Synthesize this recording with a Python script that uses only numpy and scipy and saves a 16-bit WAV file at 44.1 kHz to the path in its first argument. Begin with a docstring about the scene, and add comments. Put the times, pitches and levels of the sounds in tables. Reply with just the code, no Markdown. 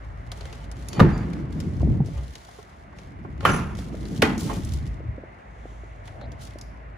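"""Outdoors, close to a hand-held stereo microphone: the two rear doors of an empty van are unlatched and opened.
Handles tick over a low rustle, then the first latch lets go near 1 s with a puff of air; panels and bay ring.
Near 2 s wind thumps and flaps on the microphone; the second clunk at 3.4 s sets a lock part jingling.
A third clunk follows at 4.2 s, then ticks, rubbing and a sole scuffing grit; wind and far traffic lie under it all.
Hard parts are decaying sines, rubs and air are shaped noise; all levels are relative, ahead of trims and record()."""
import sys
import numpy as np
from scipy import signal
from scipy.io import wavfile

SR = 44100
rng = np.random.default_rng(int(sys.argv[2]) if len(sys.argv) > 2 else 0)


def transcribe(u):
    """Save the signal u as a 16-bit wav file named by the first command-line argument.

    u: samples, shape (n,) or (channels, n), limited to [-1, 1]; the rate is SR.
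    q: integer samples, one column per channel.
    """
    v = np.clip(np.atleast_2d(u).T, -1, 1)
    q = np.round(v * 32767).astype(np.int16)
    wavfile.write(sys.argv[1], SR, q)


N = 307619
TIME = np.arange(N) / SR


def from_db(db):
    """Decibels to gain."""
    return 10 ** (np.asarray(db) / 20)


def rms_one(x):
    """Scale to unit power."""
    return x / np.sqrt(np.mean(x ** 2) + 1e-20)


def at_hz(points, hz):
    """Read a table on a log-frequency axis."""
    f, value = np.transpose(points)
    return np.interp(np.log(hz), np.log(f), value)


def add(out, s, sound):
    """Mix a sound in at time s."""
    i = int(s * SR)
    out[:, i:i + sound.shape[-1]] += sound[..., :N - i]


def drift(rate):
    """Random wander of unit power, with `rate` new values per second joined by straight lines."""
    knots = rng.standard_normal(4000)
    return rms_one(np.interp(TIME * rate, np.arange(len(knots)), knots))


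def swell(peak_s, rise_s, fall_s):
    """A gain that climbs to 1 and sinks again, by 20 dB in each rise or fall time."""
    return from_db(-20 * np.maximum((peak_s - TIME) / rise_s, (TIME - peak_s) / fall_s))


def ring(t, hz, t60):
    """A struck mode: a sine that loses 60 dB in t60 seconds."""
    return np.sin(2 * np.pi * hz * t) * from_db(-60 * t / t60)


def wavering_tone(hz):
    """A sine that follows a changing pitch."""
    return np.sin(2 * np.pi * np.cumsum(hz) / SR)


# third-octave band centres [Hz]
CENTRES = 25 * 2 ** (np.arange(29) / 3)


def noise(colour, width, size, envelope=lambda hz: 1):
    """Stereo noise in third octaves, each under its own envelope; the middle has unit power at envelope 1."""
    lowest, highest = colour[0][0] * 0.85, colour[-1][0] * 1.15
    centres = CENTRES[(CENTRES > lowest) & (CENTRES < highest)]
    white = rng.standard_normal((2, 2, size))   # neighbouring bands take turns with two independent pairs
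    out, power = np.zeros((2, size)), 0
    for k, hz in enumerate(centres):
        low, high = hz * 2 ** (-1 / 6), hz * 2 ** (1 / 6)
        gain = from_db(at_hz(colour, hz))
        band = signal.butter(2, [low, high], "band", fs=SR, output="sos")
        mid, side = signal.sosfilt(band, white[k % 2] * envelope(hz) + 1e-18) * gain
        side = side * from_db(at_hz(width, hz))
        out += [mid + side, mid - side]
        power += gain ** 2 * (high - low) * 2 / SR
    return out / np.sqrt(power)


# modes of the struck steel panels, one list per clunk: (frequency [Hz], level [dB])
PANELS = [
    [(355, -6.5), (424, 2.5), (562, -13.5), (705, -1), (899, -2), (1070, 3), (1190, -28), (1836, -9)],
    [(829, -5), (1136, -8.5), (1229, -12), (1297, -19), (1389, -8), (1583, -7), (1920, -34), (2099, -14),
     (2417, -15), (3018, -17)],
    [(791, -11), (872, 0), (1070, -4.5), (1357, -17), (1440, -4.5), (1818, -9), (1990, -1.5), (2468, -7),
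     (2896, -19), (3192, -16)],
]
BOTH_DOORS = PANELS[0] + PANELS[1]


def panel(modes, t60, uneven_db=5.5):
    """Struck sheet steel: its modes set in one after another and reach each port by their own path."""
    out = 0
    for hz, db in modes:
        lag = rng.uniform(0, 0.00368) + rng.uniform(0, 0.00065, (2, 1))   # s, shared and per port
        gain = from_db(db + uneven_db * rng.standard_normal((2, 1)))
        out = out + gain * ring(np.maximum(TIME[:SR] - lag, 0), hz, t60)
    return out


# the three clunks: (time [s], clatter level [dB], clatter decay t60 [s], body level [dB],
#                    factor on the bay's t60, panel level [dB], lingering ring against the body [dB])
CLUNKS = [(0.998, -1, 0.096, -11.5, 0.55, -26.5, -12), (3.4491, -11, 0.087, -11, 0.77, -19.5, -22),
          (4.2190, -9, 0.044, -12, 0.49, -23.5, -26)]
# colour of the clatter, one list per clunk: (frequency [Hz], density [dB per Hz])
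CLATTER_COLOUR = [
    [(35, -27), (60, -1), (189, 1.5), (800, -19.5), (1200, -12.5), (1800, -24), (3040, -31.5), (3760, -44),
     (4750, -43), (15000, -56)],
    [(60, -18), (100, 4), (470, 2), (620, 1), (1400, -3), (2270, -2.5), (3120, -13), (7100, -37),
     (10000, -25.5), (15000, -27)],
    [(90, -6), (150, -41), (466, 1.5), (1260, -28), (1530, -10.5), (3040, -15), (7000, -33.5), (10600, -29),
     (15000, -36)],
]
# colour of the body's ring, one list per clunk: (frequency [Hz], density [dB per Hz])
BODY_COLOUR = [
    [(30, -35), (45, -2), (155, 0), (354, -17), (615, -22), (770, -20), (1900, -23.5), (2600, -36),
     (4800, -47), (15000, -96)],
    [(35, -14), (118, -5), (297, -3.5), (600, -20.5), (1410, -12), (1680, -21), (2380, -20), (3830, -41.5),
     (6170, -34.5), (8000, -46.5), (10200, -42.5), (15000, -70)],
    [(60, -33), (100, -60), (249, -2), (676, -20.5), (800, -15.5), (2000, -18), (5530, -35), (9200, -42),
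     (15000, -54)],
]
# decay of the empty cargo bay, before each clunk's factor: (frequency [Hz], t60 [s])
BAY_T60 = [(150, 0.9), (300, 0.4), (700, 0.7), (1800, 0.51), (5000, 0.48), (14000, 0.63)]
# stereo width of the doors, also used for handling and the far hiss: (frequency [Hz], side against mid [dB])
DOOR_WIDTH = [(60, -24), (200, -14.5), (380, -9.5), (700, -1.5), (1300, -4.5), (2400, -5), (5000, -1),
              (9000, -8)]


def clunks(build_s=0.02, late_t60=1.58, rattle_db=1.5, shudder_db=0.5, attack_s=0.00052, panel_t60=0.36):
    """A short clatter of lock parts, then the door skin and the cargo bay ring on."""
    out, t = np.zeros((2, N)), TIME[:SR]
    for row, clatter_colour, body_colour, modes in zip(CLUNKS, CLATTER_COLOUR, BODY_COLOUR, PANELS):
        s, clatter_db, clatter_t60, body_db, scale, panel_db, late_db = row
        # loose rods chatter, the door shudders
        loose = from_db(rattle_db * drift(199.6)[:SR] + shudder_db * drift(68.0)[:SR])

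        snap = loose * (1 - np.exp(-t / attack_s)) * from_db(-60 * t / clatter_t60)
        clatter = noise(clatter_colour, DOOR_WIDTH, SR, lambda hz: snap)
        add(out, s, from_db(clatter_db) * clatter)

        build = loose * (1 - np.exp(-t / build_s))   # reflections take a moment to fill the bay
        late = from_db(late_db - 60 * t / late_t60)

        def bay_decay(hz):
            """The bay's decay in one band, over a slower faint tail."""
            return build * (from_db(-60 * t / (scale * at_hz(BAY_T60, hz))) + late)

        add(out, s, from_db(body_db) * noise(body_colour, DOOR_WIDTH, SR, bay_decay))
        add(out, s, from_db(panel_db) * panel(modes, panel_t60))
    return out


# hard contacts, and a low boom of the door skin after the first:
# (time [s], level [dB], frequency [Hz], decay t60 [s])
CONTACTS = [(0.996, 5.5, 830, 0.0023), (1.0026, -7, 1196, 0.062), (1.0045, -5, 1870, 0.01),
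            (1.0034, -12.5, 3800, 0.0076), (1.0095, -3, 168, 0.1), (1.046, -8, 344.5, 0.088),
            (3.453, 4.5, 1190, 0.016), (3.455, -12, 3070, 0.026), (3.462, -11, 1340, 0.037),
            (3.478, -15, 1110, 0.021), (4.2224, -17.5, 3600, 0.017), (4.2226, -14, 435.4, 0.23),
            (4.245, -22, 2460, 0.05)]


def contacts(level_db=-1):
    """Steel meets steel: each hard contact, and the door skin's low boom, is a set of single damped tones."""
    out = np.zeros((2, N))
    for s, db, hz, t60 in CONTACTS:
        add(out, s, from_db(db + level_db) * ring(TIME[:SR // 2], hz, t60))
    return out


# modes of a loose lock part: (frequency [Hz], level [dB])
JINGLE_MODES = [(6080, 2), (6330, -1), (9930, -7), (10170, 3), (10410, -10)]
# its bounces after the second latch: (time [s], level [dB], tilt [dB per octave])
BOUNCES = [(3.494, -45, -7), (3.517, -38.5, -11), (3.534, -44, 6), (3.546, -42, 6), (3.562, -42, 5)]


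def jingle(t60=0.08, detune=0.009):
    """A small steel part rings anew at each bounce, with another balance of its modes."""
    out, t = np.zeros((2, N)), TIME[:SR // 8]
    for s, bounce_db, tilt in BOUNCES:
        for hz, db in JINGLE_MODES:
            level = bounce_db + db + tilt * np.log2(hz / 8000) + rng.standard_normal((2, 1))
            add(out, s, from_db(level) * ring(t, hz * (1 + detune * rng.standard_normal()), t60))
    return out


def shaded(x, loss_db=-2, centre_hz=750, q=0.43):
    """The left port gets less of the doors' middle range."""
    left, right = x
    middle = signal.lfilter(*signal.iirpeak(centre_hz, q, fs=SR), left)
    return np.array([left + (from_db(loss_db) - 1) * middle, right])


# handle, lock rod and hinge ticks: (time [s], level [dB], brightness before scaling by a tilt [dB])
TICKS = [(0.317, -28.5, -16), (0.408, -38.5, -25), (0.454, -37.5, -19), (0.5266, -37.5, -18),
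         (0.7146, -36.5, -15), (0.8852, -34.5, -5), (0.93, -32, -18), (1.177, -43, -9),
         (1.3326, -39.5, -22), (1.6018, -32, -16.5), (2.0599, -45, -5), (2.3536, -36, -17.5),
         (2.9854, -41.5, -24.5), (3.4067, -38.5, -28.5), (3.751, -40.5, -15), (3.7878, -37, -17),
         (4.0531, -38, -21), (4.3786, -37, -3), (4.648, -43, 4.5), (4.8736, -47.5, -5), (6.078, -43, -28),
         (6.212, -46, -31), (6.318, -45, -14), (6.5857, -41.5, -11), (6.6118, -40, -5.5)]
# colour of the ticks: (frequency [Hz], density [dB per Hz])
TICK_COLOUR = [(400, 4), (1200, -0.5), (2200, -1), (3300, 1.5), (5500, 9), (8000, 3.5), (10500, 4.5),
               (15000, -13)]


def ticks(level_db=-1, snap_t60=0.032, tail_db=-22, tail_t60=0.64,
          tilt=0.86, neutral_db=-7, pivot_hz=4500, uneven_db=2.5):
    """Small dry snaps, each with its own brightness and a faint ring of the van."""
    t = TIME[:SR // 4]
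    fade = from_db(-60 * t / snap_t60) + from_db(tail_db - 60 * t / tail_t60)

    def strength(hz):
        """All snaps as heard in one band."""
        track = np.zeros((1, N))
        for (s, db, bright), chance in zip(TICKS, rng.standard_normal(len(TICKS))):
            treble_db = tilt * (bright - neutral_db) * np.tanh(np.log2(hz / pivot_hz))
            add(track, s, fade * from_db(db + level_db + treble_db + uneven_db * chance))
        return track

    return noise(TICK_COLOUR, DOOR_WIDTH, N, strength)


def pings(level_db=-10, low_hz=2500, high_hz=11000, t60=0.031, tilt=0.28, count=5):
    """Each small part that snaps also rings briefly at a few pitches of its own."""
    out, t = np.zeros((2, N)), TIME[:SR // 8]
    for (s, db, bright), places in zip(TICKS, rng.random((len(TICKS), count))):
        for place in places:   # 0 is the lowest pitch, 1 the highest
            hz = low_hz * (high_hz / low_hz) ** place
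            lag = rng.uniform(0, 0.0001, (2, 1))   # s, per port
            gain = from_db(db + level_db + tilt * place * bright)
            add(out, s, gain * ring(np.maximum(t - lag, 0), hz, t60))
    return out


# bumps on the doors: (time [s], level [dB])
TOUCHES = [(1.803, -42.5), (2.486, -44.5), (2.587, -45), (2.927, -46.5), (3.247, -39), (4.412, -45),
           (4.469, -44), (4.497, -36), (4.568, -39)]


def touches(damped_t60=0.067):
    """A hand or the stay bumps a door, which is held and rings only briefly."""
    out = np.zeros((2, N))
    for s, db in TOUCHES:
        add(out, s, from_db(db) * panel(BOTH_DOORS, damped_t60))
    return out


# strokes of sleeves, seals and soles: (start [s], length [s], level at the start [dB], loss by the end [dB])
STROKES = [(0.363, 0.28, -54.5, 3.5), (0.778, 0.63, -54.5, 5.5), (1.525, 0.43, -56, 5.5),
           (2.06, 0.54, -55, -0.5), (2.586, 0.23, -61, 3.5), (2.97, 0.11, -61, 0.5),
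           (3.418, 0.16, -55, -10.5), (3.787, 0.14, -45.5, 15.5), (3.933, 0.25, -57, -9),
           (4.398, 0.17, -38.5, 6), (4.563, 0.38, -47.5, 14.5), (4.71, 0.037, -50.5, -3.5),
           (6.06, 0.11, -56.5, 11), (6.417, 0.19, -45, 26)]


def rub_effort(attack_s=0.033, release_s=0.088, rustle_db=-66, rustle_fade_db_per_s=1.4):
    """Each stroke grips quickly, changes level as it slides and lets go, over rustling clothes: level in dB."""
    power = from_db(rustle_db - rustle_fade_db_per_s * TIME) ** 2
    for s, length, db, lost_db in STROKES:
        # attack and release are times per 20 dB
        outside = np.maximum((s - TIME) / attack_s, (TIME - s - length) / release_s)
        sliding_db = db - lost_db * np.clip((TIME - s) / length, 0, 1)
        power = power + from_db(sliding_db - 20 * np.maximum(outside, 0)) ** 2
    return 10 * np.log10(power)


def snags(lowest_db=4, spread_db=6, snag_t60=0.02, count=150):
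    """Now and then a rubbing surface catches and snaps free: a gain on the rubbing."""
    track = np.ones((1, N))
    for place, size in rng.random((count, 2)):
        add(track, place * N / SR, from_db(lowest_db + spread_db * size - 60 * TIME[:SR] / snag_t60))
    return rms_one(track)


def through_panel(x, sing_db=4, width_hz=22):
    """Narrow resonances at the door modes: a rub on the door sets its skin singing."""
    singing = sum(signal.lfilter(*signal.iirpeak(hz, hz / width_hz, fs=SR), x) for hz, _ in BOTH_DOORS)
    return rms_one(x + from_db(sing_db) * singing)


# a low rustle first, then a door drags on its seal, bolt or stay:
# (peak time [s], rise per 20 dB [s], fall per 20 dB [s], level [dB])
RUSTLE_AND_DRAGS = [(.43, 0.16, 0.7, -44.5), (0.978, 0.074, 0.13, -31.5), (2.185, 0.12, 0.097, -41.5),
                    (3.441, 0.04, 0.056, -31.5), (4.511, 0.053, 0.11, -28)]
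# colours of cloth, of low rustle and drags, and of a scuffing sole: (frequency [Hz], density [dB per Hz])
RUB_COLOUR = [(2000, -19), (2900, -3), (5000, -8), (7000, -9), (10400, -16.5), (13500, -25), (16000, -25)]
DRAG_COLOUR = [(300, 1.5), (560, 7), (900, -2), (1650, -11), (2100, -6.5), (2900, -5.5), (4000, -11)]
SCUFF_COLOUR = [(400, -16), (700, 10), (1100, -47)]


def rubbing(grain_db=1.5, brighten=0.23, light_db=-60, scuff_db=-41.5):
    """Cloth, rubber and soles slip in tiny uneven catches; harder rubbing of cloth is brighter."""
    grain = rms_one(from_db(grain_db * drift(350)))
    effort = rub_effort()

    def brightness(hz):
        """Treble tilt about 5 kHz that grows with effort above light_db."""
        return from_db(brighten * np.maximum(effort - light_db, 0) * np.log2(hz / 5000))

    cloth = from_db(effort) * snags() * noise(RUB_COLOUR, DOOR_WIDTH, N, brightness)
    strength = sum(from_db(db) * swell(s, rise, fall) for s, rise, fall, db in RUSTLE_AND_DRAGS)
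    low_rub = strength * through_panel(through_panel(noise(DRAG_COLOUR, DOOR_WIDTH, N)))
    # a sole scuffs on grit: peak, rise and fall in s
    sole = from_db(scuff_db) * swell(6.232, 0.23, 0.2) * noise(SCUFF_COLOUR, DOOR_WIDTH, N)
    return grain * (cloth + low_rub + sole)


# latch spring and hinge: (time [s], length [s], frequency [Hz], second partial [Hz], level [dB],
#                          pitch waver [share])
SQUEAKS = [(0.89, 0.13, 4490, 6800, -46.5, .01), (1.119, 0.057, 4730, 6830, -48, 0.006),
           (1.147, 0.11, 4670, 6800, -57, 0.0063), (6.2, 0.07, 4080, 3700, -53, .1)]


def squeaks(second_db=-7):
    """Dry steel sings on two unsteady partials as it is loaded and let go."""
    out = np.zeros((2, N))
    for s, length, hz, second_hz, db, waver in SQUEAKS:
        load = np.sin(np.pi * np.clip((TIME - s) / length, 0, 1))
        for f, partial_db in ((hz, 0), (second_hz, second_db)):
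            out += from_db(db + partial_db) * load * wavering_tone(f * (1 + waver * drift(550)))
    return out


# soft knocks and, near 2 s, the higher flap of wind thumps on the microphone: (time [s], level [dB])
KNOCKS_AND_FLAPS = [(1.829, -20), (1.872, -22), (2.003, -20), (2.084, -30), (3.248, -32), (3.788, -28),
                    (3.943, -24), (5.003, -28), (5.18, -24), (5.235, -28), (5.654, -29), (5.834, -32),
                    (6.556, -27)]
# their modes, before a random detuning: (frequency [Hz], level [dB], decay t60 [s])
KNOCK_MODES = [(320, -1, .035), (490, -1, .03), (670, -3, .03)]


def knocks_and_flaps(onset_s=0.0008, detune=0.09):
    """Dull, soft knocks and wind flaps: three damped modes that ring for a few cycles."""
    out, t = np.zeros((2, N)), TIME[:SR // 8]
    for s, db in KNOCKS_AND_FLAPS:
        for k, (hz, mode_db, t60) in enumerate(KNOCK_MODES):
            gain = (-1) ** k * from_db(db + mode_db + rng.normal(0, 1, (2, 1)))
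            tone = ring(t, hz * (1 + detune * rng.standard_normal()), t60)
            add(out, s, gain * (1 - np.exp(-t / onset_s)) * tone)
    return out


# single eddies that thump on the ports: (time [s], level [dB], frequency [Hz])
THUMPS = [(1.572, -18, 175), (1.675, -18, 190), (1.812, -14, 115), (1.832, -15, 260), (1.853, -11, 150),
          (1.888, -10, 210), (1.908, -9, 90), (1.951, -8, 110), (2.007, -8, 170), (2.021, -11, 125),
          (4.196, -13, 142), (5.104, -18, 106)]


def thumps(cycles=0.87):
    """An eddy pushes and pulls on the ports for a cycle or two."""
    out = 0
    for s, db, hz in THUMPS:
        t = TIME - s
        out = out + from_db(db) * np.sin(2 * np.pi * hz * t) * np.exp(-(t * hz / cycles) ** 2)
    return out


# the low end dips twice, rumble and hum together: (middle [s], half length [s], depth [dB])
LOW_DIPS = [(2.708, 0.63, -14), (5.335, 0.15, -12)]


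def low_dips():
    """Gain shared by the steady wind rumble and the hum: the low end dips and returns."""
    return from_db(sum(db * np.exp(-((TIME - s) / half) ** 4) for s, half, db in LOW_DIPS))


# gusts, and near 1 s a puff of air pushed by the opening door:
# (peak time [s], rise per 20 dB [s], fall per 20 dB [s], buffet level [dB], flutter level [dB])
GUSTS_AND_PUFF = [(1.011, 0.051, 0.17, -17, -9.5), (1.4, 0.81, 0.39, -39, -26.5),
                  (1.66, 0.28, 0.18, -24.5, -26), (1.899, 0.32, 0.28, -14, -20),
                  (2.2, 0.43, 0.14, -23, -48), (3.5, 0.72, 1, -27.5, -34), (4.3, 0.96, 0.75, -36, -22.5),
                  (4.73, 0.37, 0.4, -19.5, -74), (5.1, 0.11, 0.051, -21, -42), (5.62, 0.22, 0.93, -48, -71),
                  (6.25, 0.43, 0.9, -33.5, -41)]


def wind_strength(breeze_buffet_db=-33.5, breeze_flutter_db=-46.5, calming_db_per_s=1.27):
    """A slowly dying breeze, the gusts and the door's puff add in power: levels of buffet and flutter in dB."""
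    breeze = low_dips() * from_db([[breeze_buffet_db], [breeze_flutter_db]] - calming_db_per_s * TIME)
    power = breeze ** 2
    for s, rise, fall, buffet_db, flutter_db in GUSTS_AND_PUFF:
        push = from_db([[buffet_db], [flutter_db]]) * swell(s, rise, fall)
        power = power + push ** 2
    return 10 * np.log10(power)


# colours of large and small eddies: (frequency [Hz], density [dB per Hz])
BUFFET_COLOUR = [(30, -36), (41, -10), (59, 3.5), (130, -3), (170, -34.5)]
FLUTTER_COLOUR = [(100, -5), (150, 4.5), (240, 0.5), (350, -6.5), (500, -20.5), (800, -30)]
# stereo width of the wind: (frequency [Hz], side against mid [dB])
WIND_WIDTH = [(150, -11.5), (600, -6.5)]


def wind(buffet_trim_db=-2, flutter_trim_db=-1, brighten=0.033, calm_db=-34):
    """Moving air on the ports: large eddies rumble, small ones flutter and reach higher when it is strong."""
    buffet, flutter = wind_strength()

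    def brightness(hz):
        """Tilt about 220 Hz that grows with flutter above calm_db."""
        return from_db(brighten * np.maximum(flutter - calm_db, 0) * np.log2(hz / 220))

    low = from_db(buffet + buffet_trim_db) * noise(BUFFET_COLOUR, WIND_WIDTH, N)
    high = from_db(flutter + flutter_trim_db) * noise(FLUTTER_COLOUR, WIND_WIDTH, N, brightness)
    flicker = rms_one(from_db(2 * drift(45)))
    return low + high * flicker + thumps()


# colours of the far wash and the far hiss: (frequency [Hz], density [dB per Hz])
AIR_COLOUR = [(200, -2), (262, -7), (403, -4), (500, -8), (650, -2), (820, -8), (1420, -11), (2010, -9),
              (2600, -20), (4000, -42), (8000, -57)]
HISS_COLOUR = [(3200, -1), (4800, -13), (6400, -4.5), (10000, -15.5)]
# stereo width of the wash: (frequency [Hz], side against mid [dB])
AIR_WIDTH = [(200, -11.5), (380, -8), (700, 5), (1290, 4.5), (2380, -8), (4400, 8.5)]


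def street(air_db=-49, hum_hz=55, hum_db=-35, fade_db_per_s=0.5, whine_hz=1990, whine_db=-63, hiss_db=-63):
    """Far traffic: an even wash, a low uneven engine note, a wavering whine and a passing hiss."""
    # each band of the wash flickers by itself
    air = from_db(air_db) * noise(AIR_COLOUR, AIR_WIDTH, N, lambda hz: from_db(1.3 * drift(25)))

    hum_gain = low_dips() * from_db(hum_db - fade_db_per_s * TIME + 2 * drift(7))
    hum = hum_gain * wavering_tone(hum_hz * (1 + 0.053 * drift(8.8)))

    whine_gain = from_db(whine_db + 1.5 * drift(10))
    whine = whine_gain * wavering_tone(whine_hz * (1 + 0.02 * drift(300)))

    # the hiss swells and fades: peak, rise and fall in s
    hiss = from_db(hiss_db) * swell(5.7, 0.43, 0.79) * noise(HISS_COLOUR, DOOR_WIDTH, N)

    # wash and whine ease by 2 dB around 2.55 s
    eased = from_db(-2 * np.exp(-((TIME - 2.55) / 0.94) ** 2))
    return eased * (air + whine) + hum + hiss


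def scene(door_db=1.48, hand_pan_db=0.5):
    """The doors clunk; small handling sounds, wind and street lie around them."""
    doors = from_db(door_db) * shaded(clunks() + contacts() + jingle())
    handling = ticks() + pings() + touches() + rubbing() + squeaks()
    handling = handling * from_db([[hand_pan_db], [-hand_pan_db]])   # slightly to the left
    return doors + handling + knocks_and_flaps() + wind() + street()


def record(dry, cutoff_hz=15500):
    """The left port turns the phase of the treble at its resonances; peaks are rounded and the top is cut."""
    left, right = dry
    for hz in (8550, 12250):
        # twice a notch less the input is an all-pass
        left = 2 * signal.lfilter(*signal.iirnotch(hz, 6, fs=SR), left) - left
    rounded = 1.11 * np.tanh(np.array([left, right]) / 1.539)
    top_cut = signal.ellip(10, 0.3, 80, cutoff_hz, fs=SR, output="sos")
    return signal.sosfilt(top_cut, rounded)


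dry = scene()
out = record(dry)
transcribe(out)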